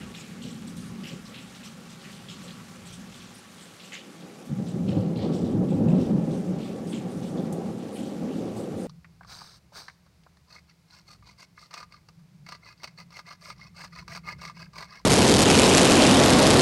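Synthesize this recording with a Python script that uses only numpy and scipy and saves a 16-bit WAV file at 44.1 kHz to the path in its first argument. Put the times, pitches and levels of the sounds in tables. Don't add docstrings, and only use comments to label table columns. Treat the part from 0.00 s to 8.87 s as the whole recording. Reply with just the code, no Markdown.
import sys
import numpy as np
from scipy import signal
from scipy.io import wavfile
from scipy.ndimage import uniform_filter1d

SR = 44100
rng = np.random.default_rng(int(sys.argv[2]) if len(sys.argv) > 2 else 0)


def inscribe(sig):
    pcm = np.round(np.clip(np.atleast_2d(sig).T, -1, 1) * 32767)
    wavfile.write(sys.argv[1], SR, pcm.astype(np.int16))


N = 391166

# time_s, deep_db, low_db, boom_db, upper_boom_db, growl_db
ROLL_LEVELS = [(0.0, -39, -57, -39, -44.5, -50), (0.16, -67, -57, -46, -47.5, -56.5),
               (0.9, -56, -49, -40, -42.5, -54.5), (1.15, -61, -66, -43.5, -50.5, -51.5),
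               (1.22, -64, -56.5, -49.5, -48.5, -60.5), (2.01, -68, -62, -46.5, -54, -58),
               (2.52, -64, -51.5, -45, -49.5, -58), (2.69, -69, -60, -51.5, -51.5, -59),
               (2.96, -58, -49.5, -45, -59, -60.5), (2.98, -55, -53.5, -45.5, -49.5, -57.5),
               (3.51, -75, -60.5, -56, -56.5, -59.5), (4.43, -79, -71, -49, -47, -48.5),
               (4.48, -63, -64, -46, -45, -53), (4.5, -66, -42, -26.5, -36.5, -49),
               (4.69, -66, -47, -32, -40, -42.5), (4.78, -54, -46, -30.5, -36, -43),
               (4.84, -65, -38, -29, -30, -39), (4.99, -58, -30, -32, -33, -30),
               (5.09, -64, -43, -24.5, -31.5, -38), (5.21, -52, -32, -38, -34, -33.5),
               (5.29, -53, -45, -27.5, -26.5, -31), (5.4, -64, -34, -31.5, -29, -33.5),
               (5.49, -50, -38.5, -40, -29.5, -31.5), (5.58, -46, -33.5, -27.5, -28.5, -34.5),
               (5.71, -50, -40, -25.5, -29, -34.5), (5.85, -43, -27.5, -24.5, -18, -30),
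               (5.89, -46, -34, -16.5, -24, -28), (6.07, -47, -39, -33.5, -26.5, -32),
               (6.12, -50, -46, -23, -27.5, -32.5), (6.64, -61, -49.5, -38.5, -37.5, -39),
               (7.68, -62, -46, -33, -33.5, -38), (8.05, -69, -54.5, -47.5, -39, -38.5),
               (8.19, -56, -62, -37.5, -32.5, -38.5), (8.55, -60, -39, -41.5, -31.5, -33),
               (8.7, -63, -57, -35.5, -37, -36.5), (8.75, -55, -36.5, -40.5, -34.5, -36),
               (8.87, -71, -54, -39, -35, -34.5)]
# freq_hz, level_db
ROLL_SPECTRUM = [(15, -65), (40, -22), (59, -34), (100, -12.5), (182, 3.5), (285, -6.5), (356, -11),
                 (468, -15.5), (528, -19.5), (706, -24), (782, -20), (961, -37), (1140, -36), (1500, -41.5),
                 (1950, -74), (3300, -120)]
# time_s, level_db
CRACKLE_LEVELS = [(0.0, -22), (4.4, -8), (5.0, -13.5), (5.9, -14), (7.0, -9), (7.6, -9), (8.1, -11),
                  (8.87, -12.5)]
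DEEP_SURGE_SHARE = 0.6
FAR_TILT_END_S, FAR_TILT_DB = 4.0, 4


def thunder():
    deep_db, low_db, boom_db, upper_db, growl_db = in_time(ROLL_LEVELS)
    crackle_db = in_time(CRACKLE_LEVELS)[0]
    boom_change_db, growl_change_db = surges()
    deep_change_db = DEEP_SURGE_SHARE * boom_change_db

    edges_hz = 25 * 2 ** (np.arange(2, 19) / 3)
    shocks = [impacts(3000, spread_db=2.0, size=N) for _ in range(2)]
    bands = coloured(shocks, ROLL_SPECTRUM, edges_hz, patchy_db=1.0, rate_hz=9)
    ranges = np.split(bands, np.searchsorted(edges_hz, [79, 125, 199, 300, 620]))

    far_db = FAR_TILT_DB * np.clip(FAR_TILT_END_S - np.arange(N) / SR, 0, 1)
    for k in (3, 4):
        tilt = np.linspace(1, -2, len(ranges[k]))
        ranges[k] = ranges[k] * from_db(np.outer(tilt, far_db))

    levels_db = (deep_db + deep_change_db,
                 low_db + deep_change_db,
                 boom_db + boom_change_db,
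                 upper_db + boom_change_db,
                 growl_db + growl_change_db,
                 growl_db + growl_change_db + crackle_db)
    roll = np.zeros(N)
    for level_db, part in zip(levels_db, ranges):
        roll += from_db(level_db) * evened(porch(part.sum(0)), seconds=0.035, share=0.15)
    return roll


# start_s, boom_change_db, growl_change_db, length_s
ROLL_SURGES = [(0.423, 5, 2, 0.06), (0.735, 2.5, -8, 0.051), (1.021, 5.5, 1, 0.023), (1.1, 7.5, 0, 0.068),
               (2.982, 3, 1, 0.036), (4.224, 5, 4.5, 0.053), (4.497, 3, -6, 0.04), (4.585, 4.5, 7, 0.038),
               (4.735, 6, 3, 0.043), (4.874, 6, 2.5, 0.043), (4.962, 12, -1.5, 0.022),
               (5.043, -1, 2.5, 0.064), (5.222, 2, 4.5, 0.05), (5.406, 4.5, 0.5, 0.054),
               (5.52, 7.5, 1, 0.085), (5.603, -1.5, 7, 0.047), (5.704, 1.5, 3.5, 0.036),
               (5.805, -1, -0.5, 0.14), (5.928, 10.5, 3, 0.011), (5.973, 5.5, 1, 0.031),
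               (6.08, 5.5, 0, 0.068), (6.175, 7.5, 0, 0.015), (6.267, 5.5, 1.5, 0.065),
               (6.32, 5, 0.5, 0.05), (6.463, 4.5, 1, 0.18), (6.927, 8.5, -1, 0.021),
               (6.974, 8.5, -6, 0.022), (7.142, 4.5, -2.5, 0.075), (7.342, 5, 4.5, 0.084),
               (7.516, -2, 4.5, 0.16), (7.676, 3.5, 3.5, 0.029), (7.826, 5, 0.5, 0.047),
               (7.975, 9, -1, 0.087), (8.217, 4.5, 4.5, 0.036), (8.347, 6.5, -5, 0.022),
               (8.48, -3, -4, 0.052), (8.707, 4, 2, 0.03)]
SURGE_RISE_S = 0.027


def surges():
    t, change_db = np.arange(N) / SR, np.zeros((2, N))
    for start_s, *peak_change_db, length_s in ROLL_SURGES:
        after_s = np.maximum(t - start_s, 0)
        shape = (1 - np.exp(-after_s / SURGE_RISE_S)) * np.exp(-(after_s / length_s) ** 2)
        change_db += np.outer(peak_change_db, shape / shape.max())
    return change_db


# freq_hz, width_hz, boost_db
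PORCH_RESONANCES = [(174.3, 15.5, 3.5), (194, 650, 5), (535.3, 39, 6.5), (811, 76, 6), (1138, 32, 8.5),
                    (1350, 90, 3.5)]


def porch(x):
    for hz, width_hz, boost_db in PORCH_RESONANCES:
        x = x + (from_db(boost_db) - 1) * resonance(x, hz, width_hz)
    return x


# start_s, splat_peak_db, splat_centre_hz, spray_level_db, mist_re_spray_db, decay_s
EAVE_DRIPS = [(.0094,-38.5,2550,-67,-9,0.18),(.138,-35,2820,-47,-14,0.31),(.416,-38,3400,-48,-18,0.38),(0.668,-46,4150,-43.5,-14,0.091),(.765,-51,3700,-46.5,-24,0.19),(0.838,-59,2400,-50,-13,0.14),(1.033,-33,2780,-47,-9,0.23),(1.0658,-35,2670,-46.5,-27,0.22),(1.2497,-42,3800,-54,-9,0.21),(1.3366,-34.5,2860,-68,-12,0.27),(1.373,-40,2920,-56,-16,0.2),(1.546,-39.5,3520,-54,-11,0.13),(1.6287,-38.5,2850,-45.5,-13,0.19),(1.8926,-42,3750,-51,-11,0.14),(1.992,-44.5,3750,-60,-12,0.36),(2.04,-38,2350,-61,-9,0.2),(2.1014,-43.5,3270,-57,-15,0.38),(2.2825,-33,3100,-45.5,-23,0.2),(2.4127,-44,3000,-51.5,-17,0.27),(2.4753,-38,3400,-63,-9,.22),(2.848,-43,3000,-50,-19,0.28),(2.9195,-45,3050,-39,-23,0.081),(3.118,-41.5,3560,-51,-14,0.26),(3.201,-40,3400,-57,-9,0.26),(3.3374,-59,4100,-48.5,-16,0.17),(3.489,-55,2800,-58,-9,0.44),(3.5796,-43,2940,-54,-16,0.34),(3.6787,-56,2900,-57,-11,.3),(3.7952,-39,3400,-52.5,-9,0.25),(3.8356,-41,3230,-53,-12,0.22),(3.92,-28,2520,-43,-19,0.16),(3.9466,-34,2740,-68,-15,0.23),(4.086,-54,3500,-64,-9,0.16),(4.1994,-45,3200,-70,-9,0.23),(4.4494,-52,2200,-52,-1,0.086),(4.664,-42.5,3650,-52.5,-17,0.2),(4.8766,-36,3020,-57,-11,0.27),(4.9574,-44.5,3430,-75,-9,0.42),(5.154,-38.5,2930,-68,-16,0.34),(5.187,-38.5,3100,-68,-16,0.31),(5.217,-38.5,3650,-61,-16,0.24),(5.3214,-40.5,3670,-50,-16,0.25),(5.342,-43.5,3700,-66,-13,0.32),(5.444,-44,3320,-58,-15,.27),(5.683,-43.5,3060,-55.5,-19,0.26),(5.881,-37,2600,-49,-14,0.12),(5.915,-44,2400,-62,-14,.3),(5.944,-44,2730,-66,-14,.25),(5.978,-42,3860,-61,-12,0.22),(6.002,-43,3930,-58,-17,0.28),(6.3056,-47,3380,-52.5,-23,0.29),(6.5854,-42,3080,-66,-9,0.33),(6.611,-43,3070,-64,-9,.25),(6.6484,-42.5,2850,-61,-11,.25),(6.8653,-53,2580,-46,-20,0.16),(6.9196,-34,2870,-49.5,-32,0.23),(7.0784,-55,3250,-53.5,-20,0.29),(7.2225,-43,3550,-52,-11,0.23),(7.248,-47,3350,-55,-16,0.25),(7.371,-42,3730,-66,-11,0.2),(7.524,-55,2950,-54,-4,0.14),(7.6944,-60,3200,-62,-9,0.28),(7.794,-47,3220,-63,-14,0.43),(7.9194,-62,2850,-52,-13,0.27),(7.953,-39.5,2700,-55,-16,0.34),(8.0332,-44.5,3500,-55,-9,0.36),(8.278,-44.5,2600,-74,-9,0.35),(8.321,-46,3600,-64,-7,0.55),(8.558,-49,3720,-50,-9,0.19),(8.758,-54,3400,-50.5,-15,0.26)]
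NOMINAL_CREST_DB = 11.5
SPLAT_SPREAD_OCT = 0.62
CLATTER_DB, CLATTER_RATE_HZ = 4, 140
SMACK_DB, SMACK_S = 3, 0.006
SPLAT_RISE_S, SPRAY_RISE_S = 0.0025, 0.02
SPRAY_PATCH_DB, SPRAY_PATCH_RATE_HZ = 3, 25
SPRAY_REF_HZ, SPRAY_HZ_PER_DB = 7020, -72
MIST_LOW_HZ, MIST_HIGH_HZ = 7400, 12400


def drips():
    out, t = np.zeros(N + SR), np.arange(SR // 3) / SR
    size = len(t)
    lumps = from_db(CLATTER_DB * drift(CLATTER_RATE_HZ))
    patches = from_db(SPRAY_PATCH_DB * drift(SPRAY_PATCH_RATE_HZ))
    smack = from_db(SMACK_DB * np.exp(-t / SMACK_S))
    for start_s, peak_db, centre_hz, spray_db, mist_db, decay_s in EAVE_DRIPS:
        octaves = SPLAT_SPREAD_OCT * (np.linspace(-1, 1, 5) + rng.uniform(-1, 1, 5) / 4)
        core = np.zeros(size)
        for weight, hz in zip(np.hamming(7)[1:6], centre_hz * 2 ** octaves):
            clicks = impacts(500, spread_db=-0.5, size=size) + 0.5 * rng.standard_normal(size)
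            ring = resonance(resonance(clicks, hz, hz / 4), hz, hz / 4)
            core += weight * excerpt(lumps, size) * ring
        splat = from_db(peak_db - NOMINAL_CREST_DB) * evened(core, seconds=0.025, share=0.8) * smack

        droplets = impacts(1800, spread_db=-1.5, size=size) + 2.9 * rng.standard_normal(size)
        spray_hz = SPRAY_REF_HZ + SPRAY_HZ_PER_DB * (peak_db + 46.5)
        cuts_hz = np.geomspace(spray_hz / 2.21, spray_hz * 1.27, 5)
        spray = np.zeros(size)
        for low_hz, high_hz in zip(cuts_hz, cuts_hz[1:]):
            spray += excerpt(patches, size) * band(droplets, low_hz, high_hz)
        mist = from_db(mist_db) * rms_one(band(droplets, MIST_LOW_HZ, MIST_HIGH_HZ))
        fine = from_db(spray_db) * (rms_one(spray) + mist)

        i = round(start_s * SR)
        out[i:i + size] += splash_shape(t, SPLAT_RISE_S, decay_s) * splat
        out[i:i + size] += splash_shape(t, SPRAY_RISE_S, decay_s) * fine
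    return out[:N]


def splash_shape(t, rise_s, decay_s):
    fall = np.log(1000) * t / decay_s
    return (1 - np.exp(-t / rise_s)) * (1 + 1.2 * fall) * np.exp(-fall)


# start_s, peak_db
HOLLOW_KNOCKS = [(.45, -39), (1.105, -38), (1.29, -42), (1.77, -41), (2.433, -38)]
KNOCK_HZ, KNOCK_WIDTH_HZ = 510, 80
KNOCK_RISE_S, KNOCK_DECAY_S = 0.0023, 0.18


def knocks():
    out, t = np.zeros(N), np.arange(SR // 3) / SR
    for start_s, peak_db in HOLLOW_KNOCKS:
        noise = rng.standard_normal(len(t))
        for _ in range(2):
            noise = resonance(noise, KNOCK_HZ, KNOCK_WIDTH_HZ)
        ring = splash_shape(t, KNOCK_RISE_S, KNOCK_DECAY_S) * evened(noise, seconds=0.02, share=0.8)
        i = round(start_s * SR)
        out[i:i + len(t)] += from_db(peak_db - NOMINAL_CREST_DB) * ring
    return out


# start_s, peak_db
CLOSE_TICKS = [(0.767, -37), (7.526, -30)]
TICK_LOW_HZ, TICK_HIGH_HZ, TICK_T60_S = 5500, 11200, 0.06


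def ticks():
    out, t = np.zeros(N), np.arange(SR // 10) / SR
    for start_s, peak_db in CLOSE_TICKS:
        noise = rms_one(band(rng.standard_normal(len(t)), TICK_LOW_HZ, TICK_HIGH_HZ))
        snap = noise * from_db(-60 * t / TICK_T60_S)
        i = round(start_s * SR)
        out[i:i + len(t)] += from_db(peak_db - NOMINAL_CREST_DB) * snap[:N - i]
    return out


PATTER_PER_S, PATTER_RMS_DB, PATTER_CYCLES = 300, -69, 18.0


def patter():
    taps = impacts(PATTER_PER_S, spread_db=2.0, size=N)
    dealt = rng.integers(0, 16, N)
    out = np.zeros(N)
    for k, hz in enumerate(np.geomspace(1300, 7000, 16)):
        out += resonance(taps * (dealt == k) + 1e-18, hz, 2.2 * hz / PATTER_CYCLES) / hz
    return from_db(PATTER_RMS_DB) * rms_one(out)


FIZZ_PER_S, FIZZ_RMS_DB = 1500, -66
FIZZ_CLUMP_DB, FIZZ_CLUMP_RATE_HZ = 3, 14


def fizz():
    clumps = from_db(FIZZ_CLUMP_DB * drift(FIZZ_CLUMP_RATE_HZ))
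    taps = impacts(FIZZ_PER_S, spread_db=1.5, size=N) * clumps
    dealt = rng.integers(0, 10, N)
    out = np.zeros(N)
    for k, hz in enumerate(np.geomspace(5500, 13000, 10)):
        out += resonance(taps * (dealt == k) + 1e-18, hz, hz / 6) / hz ** 2
    return from_db(FIZZ_RMS_DB) * rms_one(out)


# time_s, level_db
RAIN_LEVELS = [(0.0, -48.5), (0.2, -51), (1.98, -51), (2.22, -50.5), (3.6, -52), (3.78, -52), (5.5, -56),
               (6.1, -53), (7.73, -53.5), (8.87, -52)]
# freq_hz, level_db
RAIN_SPECTRUM = [(350, -38), (600, -1), (700, -12.5), (820, -8.5), (966, -10), (1150, -5), (1580, -4.5),
                 (2570, -5.5), (7140, -12), (10600, -17.5), (15500, -34)]


def rain():
    drops = [impacts(6000, spread_db=3.0, size=N) + 0.54 * rng.standard_normal(N) for _ in range(2)]
    edges_hz = 300 * 2 ** (np.arange(19) / 3)
    hiss = coloured(drops, RAIN_SPECTRUM, edges_hz, patchy_db=1.1, rate_hz=12).sum(0)
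    return from_db(in_time(RAIN_LEVELS)[0]) * rms_one(porch(hiss))


def coloured(sources, spectrum, edges_hz, patchy_db, rate_hz):
    hz, level_db = np.transpose(spectrum)
    together, bands = drift(rate_hz), []
    for k, (low_hz, high_hz) in enumerate(zip(edges_hz, edges_hz[1:])):
        centre_db = np.interp(np.log(low_hz * high_hz) / 2, np.log(hz), level_db)
        flicker_db = patchy_db * (0.4 * together + drift(rate_hz))
        bands.append(from_db(centre_db + flicker_db) * band(sources[k % 2], low_hz, high_hz))
    return np.array(bands)


def impacts(per_s, spread_db, size):
    strength_db = spread_db * np.minimum(rng.exponential(1, size), 5)
    clicks = from_db(strength_db) * rng.choice([-1, 1], size)
    return rms_one(clicks * (rng.random(size) < per_s / SR) + 1e-9)


def drift(rate_hz):
    r = np.exp(-2 * np.pi * rate_hz * 40 / SR)
    noise = rng.standard_normal(N // 40 + 2002)
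    slow = signal.lfilter([1], [1, -2 * r, r * r], noise)[2000:]
    return np.interp(np.arange(N) / 40, np.arange(len(slow)), rms_one(slow))


def excerpt(x, size):
    start = rng.integers(N - size)
    return x[start:start + size]


def evened(x, seconds, share):
    power = uniform_filter1d(x ** 2, round(seconds * SR)) + 1e-12
    return rms_one(x / power ** (np.clip(share, 0, 1) / 2))


def resonance(x, hz, width_hz):
    r = np.exp(-np.pi * width_hz / SR)
    gain = (1 - r * r) / 2
    return signal.lfilter([gain, 0, -gain], [1, -2 * r * np.cos(2 * np.pi * hz / SR), r * r], x)


def band(x, low_hz, high_hz):
    sos = signal.butter(2, [low_hz, min(high_hz, 0.45 * SR)], "band", fs=SR, output="sos")
    return signal.sosfilt(sos, x)


def in_time(rows):
    time_s, *columns = np.transpose(rows)
    return [np.interp(np.arange(N) / SR, time_s, column) for column in columns]


def from_db(db):
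    return 10 ** (np.asarray(db) / 20)


def rms_one(x):
    return x / np.sqrt(np.mean(x ** 2) + 1e-20)


def scene():
    return (thunder() + drips() + knocks() + ticks() + patter() + fizz() + rain())[None]


ROUNDING_LEVEL, BASS_CUT_HZ, TOP_CUT_HZ = 0.33, 45, 15740


def record(dry):
    rounded = ROUNDING_LEVEL * np.tanh(dry / ROUNDING_LEVEL)
    thin = signal.sosfilt(signal.butter(3, BASS_CUT_HZ, "high", fs=SR, output="sos"), rounded)
    return signal.sosfilt(signal.ellip(12, 0.5, 60, TOP_CUT_HZ, fs=SR, output="sos"), thin)


dry = scene()
out = record(dry)
inscribe(out)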